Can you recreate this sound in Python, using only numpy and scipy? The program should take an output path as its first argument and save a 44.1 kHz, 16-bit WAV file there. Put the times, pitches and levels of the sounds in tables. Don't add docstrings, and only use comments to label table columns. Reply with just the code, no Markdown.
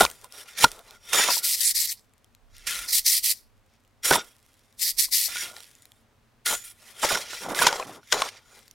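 import sys
import numpy as np
from scipy import signal
from scipy.fft import rfft, irfft, next_fast_len
from scipy.io import wavfile
from scipy.ndimage import uniform_filter1d

SR = 44100
rng = np.random.default_rng(int(sys.argv[2]) if len(sys.argv) > 2 else 0)


def persist_wave(psi):
    counts = np.round(np.clip(psi, -1, 1) * 32767).astype(np.int16)
    wavfile.write(sys.argv[1], SR, np.atleast_2d(counts).T)


def how_loud(loudness_db):
    steps = np.asarray(loudness_db, float) / 20
    return 10 ** steps


N = 385786
T = np.arange(N) / SR

# (pitch_hz, level_db, time to fade by 60 dB ring_s)
BLADE_MODES = [(437, -28.5, 0.12), (860, -30, 0.11), (1010, 7, 0.48), (1460, 8.5, 0.15), (2054, -12.5, 0.2),
               (2400, -11, 0.66), (3300, -4.5, 0.13), (3656, -1.5, 0.05), (4080, -4, 0.17),
               (4840, -13.5, 0.22), (5660, -2, 0.18), (7000, 0.5, .1), (7640, -1, 0.14), (8700, -3, 0.1)]

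PAW_RISE_DB_S, PAW_FALL_DB_S = 2999.5, 799
SOFT_RISE_DB_S, SOFT_FALL_DB_S = 348, 400.5


def unit(x):
    return x / np.sqrt(np.mean(x ** 2))


def peak(x):
    return x / np.abs(x).max()


def colour(x, points):
    hz, db = np.transpose(points)
    size = next_fast_len(N)
    bins = np.arange(size // 2 + 1) * SR / size + 1
    gain = how_loud(np.interp(np.log(bins), np.log(hz), db))
    return irfft(rfft(x, size) * gain, size)[..., :N]


def band(x, lo_hz, hi_hz, order=2):
    edges = [lo_hz, min(hi_hz, SR / 2.2)]
    return signal.sosfilt(signal.butter(order, edges, "band", fs=SR, output="sos"), x)


def mode(x, hz, t60):
    pole = np.exp(2j * np.pi * hz / SR - np.log(1000) / (max(t60, .002) * SR))
    return signal.lfilter([1], [1, -pole], x).imag


def walk(rate):
    hold = int(SR / rate)
    levels = np.repeat(rng.standard_normal(N // hold + 1), hold)[:N]
    return .9 * uniform_filter1d(levels, hold)


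def strokes(rows, rise_db_s, fall_db_s, tail_db=-99, tail_db_s=100):
    t = np.arange(0, N / SR + .002, .001)[:, None]
    s, length, start_db, end_db, *offset_db = np.transpose(rows)
    length = np.maximum(length, .002)
    hold = start_db + (end_db - start_db) * np.clip((t - s) / length, 0, 1)
    before = np.maximum(s - t, 0)
    after = np.maximum(t - s - length, 0)
    tail = np.maximum(start_db, end_db) + tail_db - tail_db_s * after
    tail = np.where(after > 0, tail, -200)
    db = np.maximum(hold - rise_db_s * before - fall_db_s * after, tail)
    return np.array([np.interp(T, t[:, 0], how_loud((db + o).max(axis=1))) for o in [0] + offset_db])


def grains(rate, scatter_db):
    hits = rng.random(N) < rate / SR
    size = np.minimum(rng.exponential(size=N), 4)
    return unit(hits * np.tanh(rng.standard_normal(N)) * how_loud(scatter_db * size))


def shore():
    # (pitch_hz, level_db per Hz)
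    surf_tone = [(35, -42.5), (60, -17.5), (102, -12.5), (179, -25), (220, -16.5), (376, -26.5),
                 (443, -20.5), (486, -30), (521, -21.5), (559, -24), (1320, -27.5), (15500, -47)]
    # (full at start_s, length_s, start_db, end_db)
    puffs = [(0.0, 0.064, -64, -59), (.62, 0.03, -75.5, -51), (1.6, .2, -64.5, -60.5),
             (2.53, 0.11, -52.5, -54), (2.74, .04, -67, -51), (2.98, .06, -55, -59.5),
             (3.15, .05, -63.5, -61), (3.45, .1, -67, -70), (4.04, 0.094, -67.5, -73),
             (4.94, 0.53, -68, -71), (6.55, .06, -55, -68), (7.05, .6, -78, -81.5)]
    # (time_s, level_db)
    engine_db = [
        (0.0, -67.5),
        (3.09, -76),
        (4.75, -71.5),
        (6.02, -62.5),
        (8.75, -68),
    ]
    puff_db_s, calm_db = 160, -74
    mid, side = (colour(rng.standard_normal(N), surf_tone) for _ in range(2))
    surf = unit(mid + how_loud(-7.5) * side * np.array([[1], [-1]]))
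    surf = how_loud(-57.5 - 8.0 + 0.67 * walk(0.77)) * surf
    wind = [unit(band(rng.standard_normal(N), 23, 46)) * how_loud(3.7 * walk(6.3)) for _ in range(2)]
    wind_gain = how_loud(2.0) * (how_loud(calm_db) + strokes(puffs, puff_db_s, puff_db_s)[0])
    engine = mode(rng.standard_normal(N), 101., 2.0)
    engine = engine + how_loud(-2) * mode(rng.standard_normal(N), 120., .9)
    engine = engine + how_loud(-5) * mode(rng.standard_normal(N), 230., .6)
    engine_gain = how_loud(-4.5) * how_loud(np.interp(T, *np.transpose(engine_db)))
    return surf + wind_gain * np.array(wind) + engine_gain * unit(engine)


def digging():
    # (full at start_s, length_s, rasp start_db, rasp end_db, spray above rasp offset_db)
    rakes = [(0.0, 0.042, -24, -27.5, 2), (.575, 0.062, -40, -21.5, 0), (1.133, 0.069, -25, -23, 0.5),
             (1.2, 0.15, -22.5, -35, -3.5), (2.672, .19, -30, -43.5, 0), (4.034, 0.0096, -42.5, -36, 1.5),
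             (4.046, 0.1, -30, -30.5, 3.5), (4.107, 0.05, -28.5, -25.5, 2.5),
             (4.15, 0.062, -32.5, -41.5, -16.5), (5.284, 0.15, -41, -34.5, -1),
             (5.43, 0.092, -36, -51.5, -1), (6.461, 0.091, -26, -34.5, 1.7),
             (6.526, 0.081, -31.5, -53.5, 4.5), (6.64, 0.076, -49, -56.5, 8),
             (7.034, 0.064, -26, -37.5, -4.5), (7.09, 0.039, -29, -27, -1.5),
             (7.135, 0.021, -30, -28.5, -6.5), (7.172, 0.011, -32, -33.5, -4.5),
             (7.185, .05, -37, -42, -3.5), (7.24, 0.089, -46.5, -40, -8), (7.33, 0.155, -38, -52.5, -6),
             (7.49, 0.039, -41, -45, -1), (7.547, 0.082, -38, -24, -0.5), (7.62, 0.062, -31, -22.5, -8),
             (7.706, 0.061, -37.5, -37.5, -7), (7.771, 0.08, -43.5, -48.5, -3.5), (7.87, 0.1, -50, -55, -3),
             (8.122, 0.17, -32, -42.5, -7.5), (8.322, 0.062, -51, -53.5, -12.5)]
    shuffles = [(.23, 0.011, -67, -55.5, 1), (.565, .02, -47.5, -45, -10.5), (.335, 0.077, -55, -46.5, 1.1),
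                (.485, 0.1, -49.5, -58, -3.5), (.88, 0.074, -57.5, -57.5, -4.5),
                (1.04, 0.087, -59, -38, -1.5), (2.555, 0.13, -57.5, -56.5, -6),
                (3.7, 0.055, -75.5, -71.5, -14), (4.45, .33, -72, -76, -1.5),
                (5.565, 0.31, -57, -72.5, 0.5), (5.82, 0.2, -72, -78.5, 4), (6.8, 0.113, -61.5, -53, -0.2),
                (6.945, 0.084, -60.5, -34.5, -0.5), (7.42, 0.016, -51.5, -53, 4),
                (8.04, 0.083, -69.5, -46, -4), (8.43, 0.15, -73.5, -54, -3),
                (8.6, 0.16, -63.5, -71.5, -2.5)]
    # (full at start_s, length_s, lumps start_db, lumps end_db, weight above lumps offset_db)
    crushes = [(.008, 0.037, -15.5, -29, -5), (.58, 0.07, -52.5, -25.5, -4),
               (1.133, 0.068, -31, -28, -34.5), (1.22, 0.07, -36, -36, -20),
               (1.287, 0.019, -26.5, -32.5, -17), (4.047, 0.063, -40.5, -40.5, -16),
               (4.111, 0.071, -19, -32, -3), (6.461, 0.073, -49, -28.5, -11),
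               (7.034, 0.048, -22.5, -39, -10), (7.112, 0.16, -25, -56, -10),
               (7.33, 0.074, -42.5, -63, -30.5), (7.41, .12, -47, -30, 1.5), (7.55, 0.1, -38, -25.5, -5.5),
               (7.67, 0.12, -28.5, -40, -26.5), (7.74, 0.09, -42.5, -36, -34.5),
               (7.85, 0.14, -46.5, -49.5, 4), (8.128, 0.14, -30, -36.5, -35)]
    treads = [(.24, 0.0099, -56, -51.5, -13), (.35, 0.27, -53, -67, -33), (.66, 0.14, -60, -52, -12),
              (.87, 0.067, -54.5, -56, -20), (1.03, 0.11, -68.5, -46.5, -16), (1.325, 0.25, -51.5, -66, -4),
              (2.67, 0.28, -57, -59.5, -4.5), (5.12, 0.21, -75, -56.5, -7), (5.43, 0.18, -50.5, -62, -4),
              (6.82, 0.3, -65.5, -49.5, -24), (8.289, 0.11, -61, -61, -25), (8.53, 0.066, -59, -60, -27.5)]
    grit_gain = strokes(rakes, PAW_RISE_DB_S, PAW_FALL_DB_S, -20.5, 134.5)
    grit_gain = grit_gain + strokes(shuffles, SOFT_RISE_DB_S, SOFT_FALL_DB_S)
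    lump_gain = strokes(crushes, PAW_RISE_DB_S, PAW_FALL_DB_S, -25, 208)
    lump_gain = lump_gain + strokes(treads, SOFT_RISE_DB_S, SOFT_FALL_DB_S)
    return (*grit_gain, *lump_gain)


def blade(push, damping, sway_db=None):
    sway_db = np.zeros(len(BLADE_MODES)) if sway_db is None else sway_db
    out = 0
    for (hz, db, t60), sway in zip(BLADE_MODES, sway_db):
        ring_s = t60 * damping
        share = how_loud(db) * np.sqrt(1 / (ring_s * SR))
        out = out + share * mode(push * how_loud(sway), hz, ring_s)
    return out


def pebbles(low_hz, span, count=200):
    ring_s, hits_per_s = .075, 400
    t = np.arange(int(ring_s * SR)) / SR
    size = np.arange(count)[:, None] / count
    rings = how_loud(-6 * size) * np.sin(2 * np.pi * low_hz * span ** size * t) * 1000 ** (-t / ring_s)
    out = np.zeros(N + len(t))
    for place, which, force in rng.random((int(hits_per_s * N / SR), 3)):
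        start = int(place * N)
        out[start:start + len(t)] += how_loud(14 * force) * rings[int(which * count)]
    return unit(out[:N])


def grit(slide, spray, ring):
    # (pitch_hz, level_db per Hz)
    grit_tone = [(880, -31.5), (1500, 3), (2860, -8), (3210, -7), (4440, -6), (5670, -4.5), (6960, -7),
                 (9990, -4.5), (15500, -15.5)]
    # (full at start_s, length_s, start_db, end_db)
    singing = [
        (2.68, .02, -42, -42.5),
        (5.425, .05, -40, -45.5),
        (7.105, .02, -44, -46),
    ]
    rasp = (grains(8000., 2.6) + .28 * grains(300., 2.8)) * how_loud(2.0 * walk(130))
    sway_db = [7 * walk(14) for _ in BLADE_MODES]
    upper = band(blade(rasp, damping=.45, sway_db=sway_db), 1900, 10000, order=3)
    hiss = unit(colour(rasp, grit_tone)) + how_loud(-5) * unit(upper) + how_loud(-7) * pebbles(1600, 6)
    coarse = colour(hiss, [(1200, -18), (2000, 0), (6000, 0), (7300, -6), (9500, -40)])
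    fine = colour(hiss, [(5500, -40), (7300, -6), (8500, 0)])
    buried = ring * unit(mode(rasp * how_loud(5 * walk(12)), 1425., .035))
    free = strokes(singing, 700, 300)[0] * rasp
    free = mode(free, 1418., .45) / np.std(mode(rasp, 1418., .45))
    return how_loud(2.23) * slide * unit(coarse) + how_loud(-0.3) * spray * unit(fine) + how_loud(6.5) * buried + free


def crush(lumps, weight):
    crumbs = grains(3000., 2.0) * how_loud(2.0 * walk(90))
    body = unit(band(crumbs, 380, 1450, order=3)) + how_loud(-4) * pebbles(400, 3.5)
    thud = unit(band(grains(1500., 0.59), 120, 420, order=3))
    return how_loud(-2.0) * lumps * body + how_loud(-7.0) * weight * thud


def knocks():
    # (start_s, peak level_db, brightness_db, pitch_hz, ring_s to fade 60 dB)
    stones = [(.0071, -8.5, 0, 1400, 0.027), (.0093, -2.5, -4, 760, .018),
              (.0120, -8.5, -10, 800, 0.01), (0.0207, -13, -8.5, 900, 0.0082),
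              (.0318, -16.5, -5.5, 850, .015), (.0490, -17, -5, 1045, 0.012),
              (0.0509, -6, -3, 1080, 0.013), (.0635, -17.5, -12, 2400, 0.007),
              (.243, -37.5, -12, 1010, 0.048), (0.6411, 4, -0.5, 930, 0.027),
              (0.6434, 6, -1, 1050, 0.0097), (0.6445, 0, -5, 1410, 0.044),
              (1.1313, -18, -0.5, 1800, 0.013), (1.145, -10.5, -3, 1290, 0.02),
              (1.189, -18, -11.5, 1300, 0.049), (1.197, -15, -8.5, 800, .02),
              (1.2135, -16.5, -14, 1600, 0.028), (1.2865, -16.5, -21, 1000, 0.014),
              (1.2915, -13.5, -18, 1100, 0.014), (1.303, -19, -9.5, 1000, 0.035),
              (1.369, -28, -17.5, 940, .035), (2.673, -27.5, -0.5, 1420, 0.082),
              (4.1092, -7, -4.5, 1506, 0.062), (4.1111, -6.5, -18, 750, 0.0071),
              (4.1134, -5.5, -14.5, 1500, 0.053), (4.1252, -18.5, -9.5, 700, 0.014),
              (4.1349, -6.5, 1.5, 1800, 0.022), (4.1402, -10.5, 3.5, 1900, .02),
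              (4.1572, -10.5, -15.5, 950, 0.034), (5.085, -43.5, -12, 1040, 0.03),
              (5.201, -50, -9.5, 1220, .035), (5.284, -39, -16, 700, 0.012),
              (5.358, -28, -20, 1450, 0.11), (5.369, -18.5, 1, 2300, 0.03),
              (5.513, -44, -20, 620, .025), (5.540, -53, -16, 600, 0.013),
              (5.5655, -28, 4, 1800, .015), (5.577, -41.5, -16, 800, .02),
              (6.467, -11.5, 4, 1435, .05), (6.526, -21, 0, 1430, .035),
                    (7.0309, -15.5, -9, 1280, .05), (7.039, -17.5, -20, 900, .03),
                    (7.049, -15.5, -12, 600, .025), (7.088, -20, -7, 2200, .035),
                    (7.104, -17, -11, 1450, .06), (7.118, -20, 2, 1450, .04), (7.1289, -21.5, 5, 600, .02),
                    (7.155, -18, -16, 1500, .04), (7.174, -22, -12, 950, .02),
                    (7.333, -25, -22, 1450, .035), (7.463, -21, -18, 820, .02),
                    (7.486, -23, -36, 720, 0.019), (7.509, -24, -20, 900, .025),
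                    (7.527, -33, -18, 750, .02), (7.548, -19, 1, 1470, .035),
                    (7.572, -25, -11.5, 2080, .04), (7.5902, -9, -4, 1660, .05),
                    (7.6175, -10, -9.5, 1000, .025), (7.6215, -7.5, -8, 1450, .04),
                    (7.635, -12, -5, 1250, .02), (7.648, -19.5, 5.5, 2500, .015),
                    (7.6655, -10.5, -7, 1500, .02), (7.668, 3, 1, 1000, .022),
                    (7.6703, -2.5, 2, 1000, .025), (7.688, -14.5, -13, 1500, .04),
                    (7.7277, -11, -3, 900, .025), (7.758, -24, -12, 810, .02),
                    (7.798, -17, -10, 1050, .035), (7.826, -25.5, -13, 2500, .015),
                    (7.894, -31.5, -25, 750, .025), (8.031, -43, -7, 1450, .02),
                    (8.1242, -3.5, 2, 2000, .01), (8.1261, -8.5, -9.5, 1540, .025),
                    (8.128, -6, 5, 3300, .01), (8.136, -26, -23, 650, .015), (8.1425, -15, -25, 850, .02),
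                    (8.2197, -7, -5, 1100, 0.029), (8.2211, -10.5, -6.5, 1050, .018)]
    # (start_s, peak level_db, pitch_hz)
    thumps = [(.010, -34.5, 130), (.03, -32.5, 65), (.641, -29.5, 130), (0.644, -20.5, 260),
              (4.112, -27.5, 140), (4.111, -16.5, 380), (7.047, -22, 330), (6.531, -50.5, 120),
              (7.048, -42, 129), (7.127, -33.5, 143), (7.67, -34.5, 147)]
    thump_cycles = 10
    t = np.arange(8820) / SR
    out = np.zeros(N + len(t))
    for s, peak_db, bright_db, note_hz, t60 in stones:
        rattle = rng.standard_normal(len(t)) * np.exp(-t / .0006)
        rattle[0] = 7
        ringing = blade(rattle, damping=3 * t60)
        note = peak(band(mode(rattle, note_hz, t60), 330, 9000))
        low = peak(band(ringing, 250, 2500)) + how_loud(12.5) * note
        low = low + how_loud(-9.5) * peak(band(rattle, 450, 4500))
        scatter = rattle + 2.5 * rng.standard_normal(len(t)) * np.exp(-t / .0018)
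        crack = peak(band(scatter, 1900, 6500)) + how_loud(-5.0) * peak(band(ringing, 2900, 5700))
        knock = peak(peak(low) + how_loud(bright_db + 6.0) * peak(crack))
        start = int(s * SR)
        out[start:start + len(t)] -= how_loud(peak_db) * knock
    for s, peak_db, hz in thumps:
        thump = np.sin(2 * np.pi * hz * t) * 1000 ** (-t * hz / thump_cycles)
        start = int(s * SR)
        out[start:start + len(t)] += how_loud(peak_db) * thump
    return out[:N]


def ticks():
    # (start_s, peak level_db, pitch_hz)
    drops = [(0.1007, -23, 3120), (0.1137, -22.5, 8590), (0.2141, -35, 5880), (0.2442, -29.5, 8800),
             (0.3237, -28, 5360), (0.7166, -21, 7600), (0.792, -29.5, 3790), (0.9087, -32, 3430),
             (1.9946, -41.5, 9600), (2.1364, -46.5, 7340), (2.2446, -39.5, 3170), (2.3496, -39, 4110),
             (2.567, -34, 5140), (2.582, -32, 8700), (3.8494, -51.5, 3050), (4.2444, -40, 6140),
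             (4.289, -44.5, 7000), (4.3124, -62, 3357), (4.4633, -42.5, 5910), (4.7262, -44.5, 3850),
             (5.5663, -37, 3880), (5.6047, -29, 4000), (5.5835, -34, 4000), (5.6335, -29.5, 4520),
             (5.6432, -32, 4150), (1.917, -24, 4925), (5.7523, -39, 6830), (5.822, -36, 8070),
             (5.8547, -31, 4000), (5.9189, -32, 3310), (8.5111, -46, 7200), (8.5914, -37, 3200),
             (8.6799, -36, 4600), (8.7118, -32, 6350)]
    t = np.arange(441) / SR
    out = np.zeros(N + len(t))
    for s, peak_db, hz in drops:
        click = peak(band(rng.standard_normal(len(t)) * np.exp(-t / .0006), 2200, 14000))
        note = how_loud(-7) * np.sin(2 * np.pi * hz * t) * np.exp(-t / .0012)
        start = int(s * SR)
        out[start:start + len(t)] += how_loud(peak_db - 1.5) * (click + note)
    return out[:N]


def strays():
    # (full at start_s, length_s, start_db, end_db)
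    rolling = [
        (.66, .3, -62, -68),
        (1.98, .4, -78, -82),
        (3.55, .35, -78, -78),
        (4.22, .52, -70, -73),
        (5.5, .3, -62, -74),
        (7.7, .2, -58, -66),
    ]
    clicks = band(grains(90., 4.0), 2000, 13000)
    return strokes(rolling, SOFT_RISE_DB_S, SOFT_FALL_DB_S)[0] * unit(clicks)


def sniffs():
    # (full at start_s, length_s, airflow start_db, airflow end_db)
    breaths = [(1.305, .085, -23.5, -25.5), (1.44, 0.11, -22.5, -22.5), (1.565, .035, -33, -28),
               (1.608, .104, -22, -23.5), (1.756, 0.1, -21.5, -24), (1.875, .052, -30.5, -30),
               (2.888, 0.027, -29.5, -29), (2.93, .06, -18.5, -19), (3.064, .12, -17.5, -21.5),
               (3.244, 0.074, -19.5, -20), (4.797, 0.019, -35.5, -29.5), (4.818, 0.091, -22, -25.5),
               (4.99, .06, -18, -24), (5.128, .144, -18.5, -25.5)]
    # (pitch_hz, level_db per Hz)
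    nose_tone = [(260, -66), (450, -38.5), (778, -29), (972, -28), (1230, -21), (1700, -41.5), (1880, -8.5),
                 (4340, 2.5), (6000, -3), (6800, -4), (8960, 0.5), (13600, 2.5), (14800, -5), (15900, -4.5)]
    # (pitch_hz, width_hz, level_db)
    nostrils = [(2080, 710, -32), (4820, 910, -16), (5790, 900, -21), (7750, 570, -20), (9770, 400, -19.5)]
    air = rng.standard_normal(N) * how_loud(1.8 * walk(500) + .7 * walk(40))
    whistle = 0
    for hz, width, db in nostrils:
        whistle = whistle + how_loud(db + 8.3 * walk(25)) * unit(mode(air, hz, 1.1 / width))
    whistle = signal.sosfilt(signal.butter(8, 1850, "high", fs=SR, output="sos"), whistle)
    airflow = strokes(breaths, 1250, 901.5, -16.5, 241.5)[0]
    return airflow * unit(unit(colour(air, nose_tone)) + whistle)


def widen(x, wide_db):
    # (pitch_hz, level_db)
    side_tone = [(60, -9), (110, -11), (200, -13), (380, -15.5), (700, -17), (1290, -22), (2380, -15.5),
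                 (4400, -14), (8120, -12), (15000, -14.5)]
    side = colour(x * unit(walk(180)), side_tone)
    return x + how_loud(wide_db) * side * np.array([[1], [-1]])


def scene():
    far = shore()
    slide, spray, lumps, weight = digging()
    ring = how_loud(-16) * slide + how_loud(-14.5) * lumps
    dig = grit(slide, spray, ring) + crush(lumps, weight) + knocks() + ticks() + strays()
    return widen(dig, .3) + widen(sniffs(), 4.0) + far


def band_limit(x):
    return signal.sosfilt(signal.butter(12, 16330, fs=SR, output="sos"), x)


def record(dry):
    limited = dry / (1 + (dry / .85) ** 4) ** .25
    cut = signal.ellip(8, .2, 70, 15950, fs=SR, output="sos")
    return band_limit(signal.sosfilt(cut, limited))


dry = scene()
out = record(dry)
persist_wave(out)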